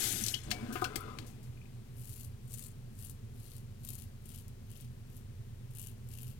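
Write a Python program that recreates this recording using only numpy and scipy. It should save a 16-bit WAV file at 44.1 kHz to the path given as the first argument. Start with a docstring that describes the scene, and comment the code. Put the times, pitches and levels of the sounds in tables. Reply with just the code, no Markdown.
"""Wet shave at the basin

A safety razor crackles through neck stubble in ten strokes: random hair ticks ring the edge and the head.
Before it a tap of noise and grains is shut, splashes of dying noise fall and ringing glugs drain the water.
An extractor fan drones below as coloured noise and two tones, in a small bathroom of diffuse echoes.
The microphone feeds the left channel; the right carries a dull bleed of it and its own hiss."""
import sys
import numpy as np
from scipy import signal
from scipy.fft import rfft, irfft
from scipy.io import wavfile
from scipy.ndimage import uniform_filter1d

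SR = 44100
rng = np.random.default_rng(int(sys.argv[2]) if len(sys.argv) > 2 else 0)


def generate_wav(sig):
    """Save sig (samples, or channels by samples) to the path in sys.argv[1] as 16-bit PCM at SR."""
    pcm = np.round(np.clip(np.atleast_2d(sig).T, -1, 1) * 32767).astype(np.int16)
    wavfile.write(sys.argv[1], SR, pcm)


N = 281799
T = np.arange(N) / SR

# Razor strokes. Each row: blade bites in seconds, blade eases in seconds, cutting level in dB,
# growth from start to end in dB, pitch of the cut in Hz, razor body level in dB.
STROKES = [(1.985, 2.236, -53.5, 5.5, 10900, -64), (2.524, 2.667, -49, -1.5, 8750, -61),
           (3.003, 3.108, -53.5, -5.5, 10200, -63.5), (3.383, 3.575, -59.5, 4, 10700, -65),
           (3.865, 4.028, -53, -4, 11500, -60), (4.275, 4.402, -56.5, 0.5, 10300, -61.5),
           (4.711, 4.84, -64, 0.5, 10500, -64), (5.107, 5.193, -65.5, 0, 11400, -72),
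           (5.765, 5.89, -52.5, -4.5, 11000, -61.5), (6.123, 6.322, -57.5, -7, 11200, -62.5)]
# The loudest single hairs snapping at the blade. Each row: time in seconds, level in dB.
HAIR_SNAPS = [(2.0937, -26), (2.2491, -26), (2.5389, -16), (3.0486, -23), (3.0975, -20), (3.5662, -25),
              (3.8499, -17), (3.8891, -13.5), (3.9041, -15), (3.9535, -18), (4.0209, -25), (4.2576, -26),
              (4.3594, -23), (4.4815, -27), (4.7039, -30), (4.7158, -27), (4.7732, -29), (4.8096, -28),
              (5.1674, -26), (5.1746, -30), (5.751, -24), (5.7959, -19), (5.8163, -19), (5.8707, -19.5),
              (6.0882, -28), (6.2196, -24.5), (6.232, -23), (6.2802, -26)]
# Colour of a cut hair, then of the razor body under it. Each row: frequency in Hz, level in dB.
HAIR_COLOUR = [(2000,-15.5),(4500,-12),(6800,-3),(8200,-0.5),(10000,-0.5),(12000,0),(14000,-0.5),(16000,-6.5)]
BODY_COLOUR = [(900,-22),(2200,-7.5),(2800,3),(3600,-2),(4500,-0.5),(6000,-0.5),(9000,-5)]
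# Ring of the razor head, sinking as grip and angle change. Each row: time in seconds, pitch in Hz.
HEAD_RING = [(2.4, 4350), (3.8, 4250), (4.3, 3260), (6.1, 2700)]
# Pressure builds before the bite, arches in mid-stroke and lets go
BITE_DB_PER_S, LIFT_DB_PER_S, MID_STROKE_DB = 278, 334, 2
# Stubble under the first stroke; time in which it thins to 1/e
HAIRS_PER_S, THINNING_S = 1400, 2.7
# Thick hairs among the fine ones, and their level against them
THICK_PER_S, THICK_DB = 47, -8

# Colour of the tap's spray, then of its heavier pour. Each row: frequency in Hz, level in dB.
SPRAY_COLOUR = [(2000,-13),(4200,-2.5),(6300,3.5),(8500,4),(11000,3.5),(13000,3),(15500,-10)]
POUR_COLOUR = [(200,1.5),(350,6.5),(550,-7),(720,-3),(1000,-13.5),(1400,-5),(2100,-2),(2700,-2.5),(3400,3.5),(4200,-12),(7000,-41)]
# The tap is turned down steadily, then shut; the spray stops quickly, the heavier drops dribble on
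TAP_SHUT_S, TURN_DOWN_DB_PER_S = 0.32, 28.5
SPRAY_DB, SPRAY_STOP_DB_PER_S = -31, 194
POUR_DB, POUR_STOP_DB_PER_S = -41.5, 35

# Splashes on the basin. Each row: start in seconds, level in dB, 60 dB decay in seconds,
# centre in Hz, width in octaves.
SPLASHES = [(0.037,-30,0.26,6000,1.9), (0.126,-18,0.011,9060,0.44), (.238,-16,0.014,7100,0.46),
            (0.263,-21,0.024,6000,0.88), (0.282,-23,0.038,5900,0.73), (0.342,-25.5,0.032,4300,0.67),
            (0.433,-49,0.18,7600,0.5), (0.505,-32,0.061,4500,0.94), (.513,-19,0.035,3520,1.27),
            (0.724,-41,0.34,9200,2.4), (0.754,-37.5,0.12,2230,0.61), (.815,-39.5,.1,1500,3.8),
            (.842,-27,.046,3100,1.55), (.957,-23,0.038,3330,2.2), (1.006,-35.5,0.015,10900,.15),
            (1.186,-33,0.031,2450,1.64), (1.264,-50.5,0.24,7770,1.05), (1.429,-56,0.2,8100,1.0)]
# A last quick run of faint drips
DRIPS_S, DRIP_GAP_S, DRIP_DB, DRIP_DECAY_S, DRIP_HZ, DRIP_OCTAVES = 1.531, 0.041, -50.5, 0.024, 2400, 0.17

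# Colour of the sloshing, then of the fizz. Each row: frequency in Hz, level in dB.
SLOSH_COLOUR = [(120,-21),(190,1),(260,0.5),(320,-2),(450,-8.5),(650,-10.5),(1100,-16.5),(3000,-34)]
FIZZ_COLOUR = [(500,7.5),(1000,-3),(2500,7),(5500,-3.5),(9000,-4),(15000,-18)]
# Hollow of the basin. Each row: frequency in Hz, width in Hz, level in dB.
BASIN_MODES = [(444,71,-2),(710,30,-12),(1032,60,-4.5),(2030,150,-13.5),(2600,97,-20),(3465,39,-16)]
# The water runs off: slosh and fizz swell, fade as the basin empties, and stop
DRAIN_FROM_S, DRAIN_TO_S, EMPTYING_DB_PER_S = 0.494, 1.227, 14
DRAIN_RISE_DB_PER_S, DRAIN_FALL_DB_PER_S = 297, 135
SLOSH_DB, FIZZ_DB = -47, -51.5
# A last seep fizzes on after the flow stops
SEEP_DB, SEEP_DB_PER_S = -13.5, 15
# Meanwhile the pipe draws air, and its note sinks
GURGLE_FROM_S, GURGLE_TO_S, GURGLE_DB = 0.76, 1.1, -49.5
GURGLE_RISE_DB_PER_S, GURGLE_FALL_DB_PER_S = 48, 131
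PIPE_HZ, PIPE_SAG_HZ_PER_S = 1533, 740

# Air pockets in the water. Each row: start in seconds, level in dB, pitch in Hz.
BUBBLES = [(.215,-34,217), (0.34,-13.5,2980), (0.626,-33.5,223), (0.686,-29.5,223), (0.723,-35,265),
           (0.846,-21.5,2750), (0.852,-20.5,1475), (1.223,-41.5,238)]
# Ring time at 1 kHz; it shortens with this power of the pitch
BUBBLE_T60_S, BUBBLE_DAMPING = 0.041, 0.66
# Glugs in the waste pipe. Each row: start in seconds, level in dB.
GLUGS = [(0.702, -20), (0.754, -7.5), (.819, 0)]
# What each glug rings. Each row: pitch in Hz, level in dB, 60 dB decay in seconds.
WASTE_MODES = [(363.6,-26,0.13), (735,-29,0.16), (1024,-31.5,.1), (1232,-20.5,.055), (1458,-25,0.048)]
# Clinks of the basin. Each row: start in seconds, level in dB, pitch in Hz, 60 dB decay in seconds.
CLINKS = [(.343,-39,3090,.1), (.343,-35,3290,0.15), (.52,-37,720,.16), (.52,-44.5,2285,0.46)]
# Soft knocks against the basin. 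Each row: start in seconds, level in dB, pitch in Hz,
# 60 dB decay in seconds.
KNOCKS = [(.135,-36,185,0.14),(.465,-38,54.6,0.21),(.47,-38,130,0.083),(.958,-24,336,0.034),(.97,-41,41.2,0.15)]

# Colour of the fan rumble. Each row: frequency in Hz, level in dB.
FAN_COLOUR = [(15,-29.5),(40,-10),(60,-15.5),(80,-4.5),(105,-2.5),(135,-5.5),(160,-15.5),(195,-14.5),(240,-10),(295,-28.5),(390,-19.5),(550,-30.5),(800,-39.5),(3000,-47.5)]
# Slow level of the motor hum. Each row: time in seconds, level in dB.
HUM_LEVEL = [(0, -52), (3.4, -54), (4.3, -57.5), (5.4, -54), (6.39, -50.5)]
SHAFT_HZ, SHAFT_DB, MOTOR_HZ = 24.8, -55.5, 119.1
# Colour of the left channel's hiss, then of the right's. Each row: frequency in Hz, level in dB.
MIC_HISS = [(300,6),(1000,0.5),(3000,-1.5),(5000,-5.5),(11000,-8),(16000,-16)]
LINE_HISS = [(300,4),(1000,3),(3000,0.5),(8000,-2),(16000,-2.5)]
CUTOFF_HZ = 16000


def razor():
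    """The blade cuts hundreds of hairs a second, each a sharp tick that also rings the razor head."""
    snaps, out = np.zeros(N), np.zeros(N)
    for s, db in HAIR_SNAPS:
        snaps[int(s * SR)] = from_db(db)
    for bite, ease, cut_db, growth_db, cut_hz, body_db in STROKES:
        span = (T > bite - 0.1) & (T < ease + 0.17)
        along = np.clip((T - bite) / (ease - bite), 0, 1)
        shape_db = growth_db * (along - 0.5) + MID_STROKE_DB * np.sin(np.pi * along)
        pressure = held(bite, ease, BITE_DB_PER_S, LIFT_DB_PER_S) * from_db(shape_db)
        hairs_per_s = HAIRS_PER_S * np.exp((STROKES[0][0] - bite) / THINNING_S)
        fine = grains(per_s=hairs_per_s, spread_db=5.0)
        thick = from_db(THICK_DB) * grains(per_s=THICK_PER_S, spread_db=5.5)
        cuts = (pressure * (fine + thick))[span]
        ticks = from_db(cut_db) * cuts + snaps[span]
        tugs = from_db(body_db) * cuts + from_db(-16.0) * snaps[span]
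        edge = colour(scatter(ticks, near_db=0, near_t60=0.012, tail_db=-11, tail_t60=0.23), HAIR_COLOUR)
        body = colour(scatter(tugs, near_db=13, near_t60=0.02, tail_db=3.5, tail_t60=0.58), BODY_COLOUR)
        # blade angle and skin tension give each stroke its own ring
        head_hz = np.interp(bite, *np.transpose(HEAD_RING))
        head = 0.85 * resonance(body, head_hz, width_hz=600)
        bright = 0.52 * edge + 0.7 * resonance(edge, cut_hz, width_hz=5100)
        out[span] += bright + from_db(-0.3) * (body + head)
    return out


def tap():
    """Fine spray hisses while heavier drops drum on the basin and trap small ringing bubbles."""
    flow_db = -TURN_DOWN_DB_PER_S * T
    shut_for = np.maximum(T - TAP_SHUT_S, 0)
    spray_db = SPRAY_DB + flow_db - SPRAY_STOP_DB_PER_S * shut_for
    pour_db = POUR_DB + flow_db - POUR_STOP_DB_PER_S * shut_for
    # clumps of droplets brighten each band of the hiss at random
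    mist = np.zeros(N)
    for hz in np.linspace(2500, 15500, num=9):
        clumps = from_db(1.7 * drift(rate=140))
        mist += clumps * resonance(grains(per_s=1100, spread_db=-0.5), hz, width_hz=4000)
    spray = from_db(spray_db) * rms_one(colour(mist, SPRAY_COLOUR))
    drops = colour(grains(per_s=800, spread_db=2.0), POUR_COLOUR)
    pitches = np.geomspace(1500, 7000, num=16)
    tinkle = rms_one(sum(resonance(grains(per_s=44, spread_db=-2), hz, hz / 35) for hz in pitches))
    return spray + from_db(pour_db) * from_db(1.5) * (drops + tinkle)


def splashes():
    """Each splash or drip is a short dying spatter in its own range of pitch."""
    out, t = np.zeros(N), T[:SR // 4]
    pitches = np.geomspace(100, 20000, 60)
    drips = [(DRIPS_S + k * DRIP_GAP_S, DRIP_DB, DRIP_DECAY_S, DRIP_HZ, DRIP_OCTAVES) for k in range(4)]
    for s, db, decay, hz, octaves in SPLASHES + drips:
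        envelope = from_db(db - 60 * t / decay) * (1 - np.exp(-t / 0.00079))
        spatter = rng.standard_normal(len(t)) * envelope
        # a rounded band that falls away on both sides of its centre
        band_db = -10 * np.log10(1 + (np.log2(pitches / hz) / octaves) ** 4 * 4)
        out[int(s * SR):][:len(t)] += colour(spatter, np.c_[pitches, band_db])
    return out


def drain():
    """The trickle sloshes, fizzes, and rings the basin and a hollow pipe note that sinks as water leaves."""
    flow = held(DRAIN_FROM_S, DRAIN_TO_S, DRAIN_RISE_DB_PER_S, DRAIN_FALL_DB_PER_S)
    flow = flow * from_db(-EMPTYING_DB_PER_S * (T - DRAIN_FROM_S))
    seep = from_db(SEEP_DB) * held(DRAIN_TO_S, DRAIN_TO_S, DRAIN_RISE_DB_PER_S, SEEP_DB_PER_S)
    gurgle = held(GURGLE_FROM_S, GURGLE_TO_S, GURGLE_RISE_DB_PER_S, GURGLE_FALL_DB_PER_S)
    trickle = grains(per_s=1100, spread_db=2.5)
    hollow = sum(from_db(db) * rms_one(resonance(trickle, hz, width)) for hz, width, db in BASIN_MODES)
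    # slow noise on a sine and a cosine makes a narrow band of noise around the moving pipe note
    pipe_hz = PIPE_HZ - PIPE_SAG_HZ_PER_S * (np.clip(T, GURGLE_FROM_S, DRAIN_TO_S) - GURGLE_FROM_S)
    lowpass = signal.butter(2, 125, fs=SR, output="sos")
    flutter = signal.sosfilt(lowpass, rng.standard_normal((2, N)))
    phase = 2 * np.pi * np.cumsum(pipe_hz) / SR
    pipe = rms_one(flutter[0] * np.sin(phase) + flutter[1] * np.cos(phase))
    slosh = from_db(SLOSH_DB) * noise(SLOSH_COLOUR)
    fizz = from_db(FIZZ_DB) * colour(grains(per_s=1500, spread_db=-7.0), FIZZ_COLOUR)
    return from_db(GURGLE_DB) * gurgle * (pipe + from_db(-1.5) * hollow) + (flow + seep) * (slosh + fizz)


def water_rings():
    """Bubbles ring the shorter the higher they are; glugs ring the waste pipe, and the basin clinks."""
    bubbles = [(s, db, hz, BUBBLE_T60_S * (1000 / hz) ** BUBBLE_DAMPING) for s, db, hz in BUBBLES]
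    glugs = [(s, db + mode_db, hz, t60) for s, db in GLUGS for hz, mode_db, t60 in WASTE_MODES]
    return rings(bubbles + glugs + CLINKS, swell_s=0.0015)


def knocks():
    """Soft knocks set the basin ringing as short damped sines."""
    return rings(KNOCKS, swell_s=0.0031)


def fan():
    """Air rumble in the room's low modes, with a steady shaft tone and a motor hum of wavering phase."""
    shaft = from_db(SHAFT_DB) * np.sqrt(2) * np.sin(2 * np.pi * SHAFT_HZ * T)
    hum_db = np.interp(T, *np.transpose(HUM_LEVEL))
    motor = from_db(hum_db) * np.sqrt(2) * np.sin(2 * np.pi * MOTOR_HZ * T + drift(rate=16))
    return shaft + motor + from_db(-50.0) * noise(FAN_COLOUR)


def bathroom(x, echo_db, t60):
    """Direct sound plus dense, dying reflections."""
    t = T[:SR // 2]
    echoes = rng.standard_normal(len(t)) * from_db(-60 * t / t60) * (t > 0.002)
    return x + from_db(echo_db) * signal.fftconvolve(x, echoes / np.linalg.norm(echoes))[:N]


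def scatter(clicks, near_db, near_t60, tail_db, tail_t60):
    """Every tick starts at a new spot, so each has its own diffuse echo off face and walls."""
    t = T[:SR // 4]
    near, tail = from_db(-60 * t / np.array([[near_t60], [tail_t60]])) ** 2
    decay = from_db(near_db) ** 2 * near / near.sum() + from_db(tail_db) ** 2 * tail / tail.sum()
    # the echo is fresh noise that follows the power of the ticks
    power = np.maximum(signal.fftconvolve(clicks ** 2, decay)[:len(clicks)], 0)
    echo = np.sqrt(power) * rng.standard_normal(len(clicks))
    return (clicks + echo) / np.sqrt(1 + decay.sum())


def rings(rows, swell_s):
    """Damped sines that swell quickly and die away."""
    out = np.zeros(N)
    for s, db, hz, t60 in rows:
        t = T[:min(SR // 2, N - int(s * SR))]
        envelope = from_db(db - 60 * t / t60) * (1 - np.exp(-t / swell_s))
        out[int(s * SR):][:len(t)] += envelope * np.sin(2 * np.pi * hz * t)
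    return out


def resonance(x, hz, width_hz):
    """Two-pole resonance with a gain of 1 on top."""
    r = np.exp(-np.pi * width_hz / SR)
    zeros = np.array([1, 0, -1]) * (1 - r * r) / 2
    poles = [1, -2 * r * np.cos(2 * np.pi * hz / SR), r * r]
    return signal.lfilter(zeros, poles, x)


def grains(per_s, spread_db):
    """Random clicks of uneven size, with a power near 1 over any short stretch."""
    sizes = from_db(spread_db * np.minimum(rng.exponential(1, N), 4)) * rng.choice([-1, 1], N)
    clicks = sizes * (rng.random(N) < per_s / SR)
    local_power = np.maximum(uniform_filter1d(clicks ** 2, size=2000), 0)
    return clicks / np.sqrt(local_power + 1e-4)


def held(start, end, rise_db_per_s, fall_db_per_s):
    """Envelope that rises to 1 at the start, holds, and dies away after the end."""
    return from_db(-rise_db_per_s * np.maximum(start - T, 0) - fall_db_per_s * np.maximum(T - end, 0))


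def drift(rate):
    """Slow chance with a spread of about 1, drawn anew this many times a second."""
    return np.interp(T * rate, np.arange(N), rng.standard_normal(N))


def noise(points):
    """Steady coloured noise of rms 1."""
    return rms_one(colour(rng.standard_normal(N + SR), points)[SR:])


def colour(x, points):
    """Causal (minimum-phase) filter of unit power through (Hz, dB) points."""
    hz, db = np.transpose(points)
    grid = np.maximum(np.fft.rfftfreq(8192, 1 / SR), 1)
    gain = rms_one(from_db(np.interp(np.log(grid), np.log(hz), db)))
    # folding the cepstrum forward in time gives the minimum phase
    cepstrum = irfft(np.log(gain))
    half = len(cepstrum) // 2
    folded = np.r_[cepstrum[0], 2 * cepstrum[1:half], np.zeros(half)]
    impulse = irfft(np.exp(rfft(folded)))[:half]
    return signal.fftconvolve(x, impulse)[:len(x)]


def rms_one(x):
    """Scale to an rms of 1."""
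    return x / np.sqrt(np.mean(x ** 2) + 1e-20)


def from_db(db):
    """Decibels to gain."""
    return 10 ** (np.asarray(db) / 20)


def scene():
    """All sounds reach one microphone on the left; the right gets a dull bleed of its lows."""
    shave = from_db(0.5) * bathroom(razor(), echo_db=-7, t60=0.072)
    water = bathroom(tap() + splashes() + drain() + water_rings(), echo_db=-7.5, t60=0.13)
    left = shave + water + knocks() + fan() + from_db(-63.5) * noise(MIC_HISS)
    lows = signal.sosfilt(signal.butter(1, 125, fs=SR, output="sos"), left)
    bleed = lows + 0.61 * resonance(left, hz=92, width_hz=101)
    return np.array([left, bleed + from_db(-68.0) * noise(LINE_HISS)])


def record(dry):
    """A steep low-pass cuts the top."""
    return signal.sosfilt(signal.ellip(10, 0.1, 70, CUTOFF_HZ, fs=SR, output="sos"), dry)


dry = scene()
out = record(dry)
generate_wav(out)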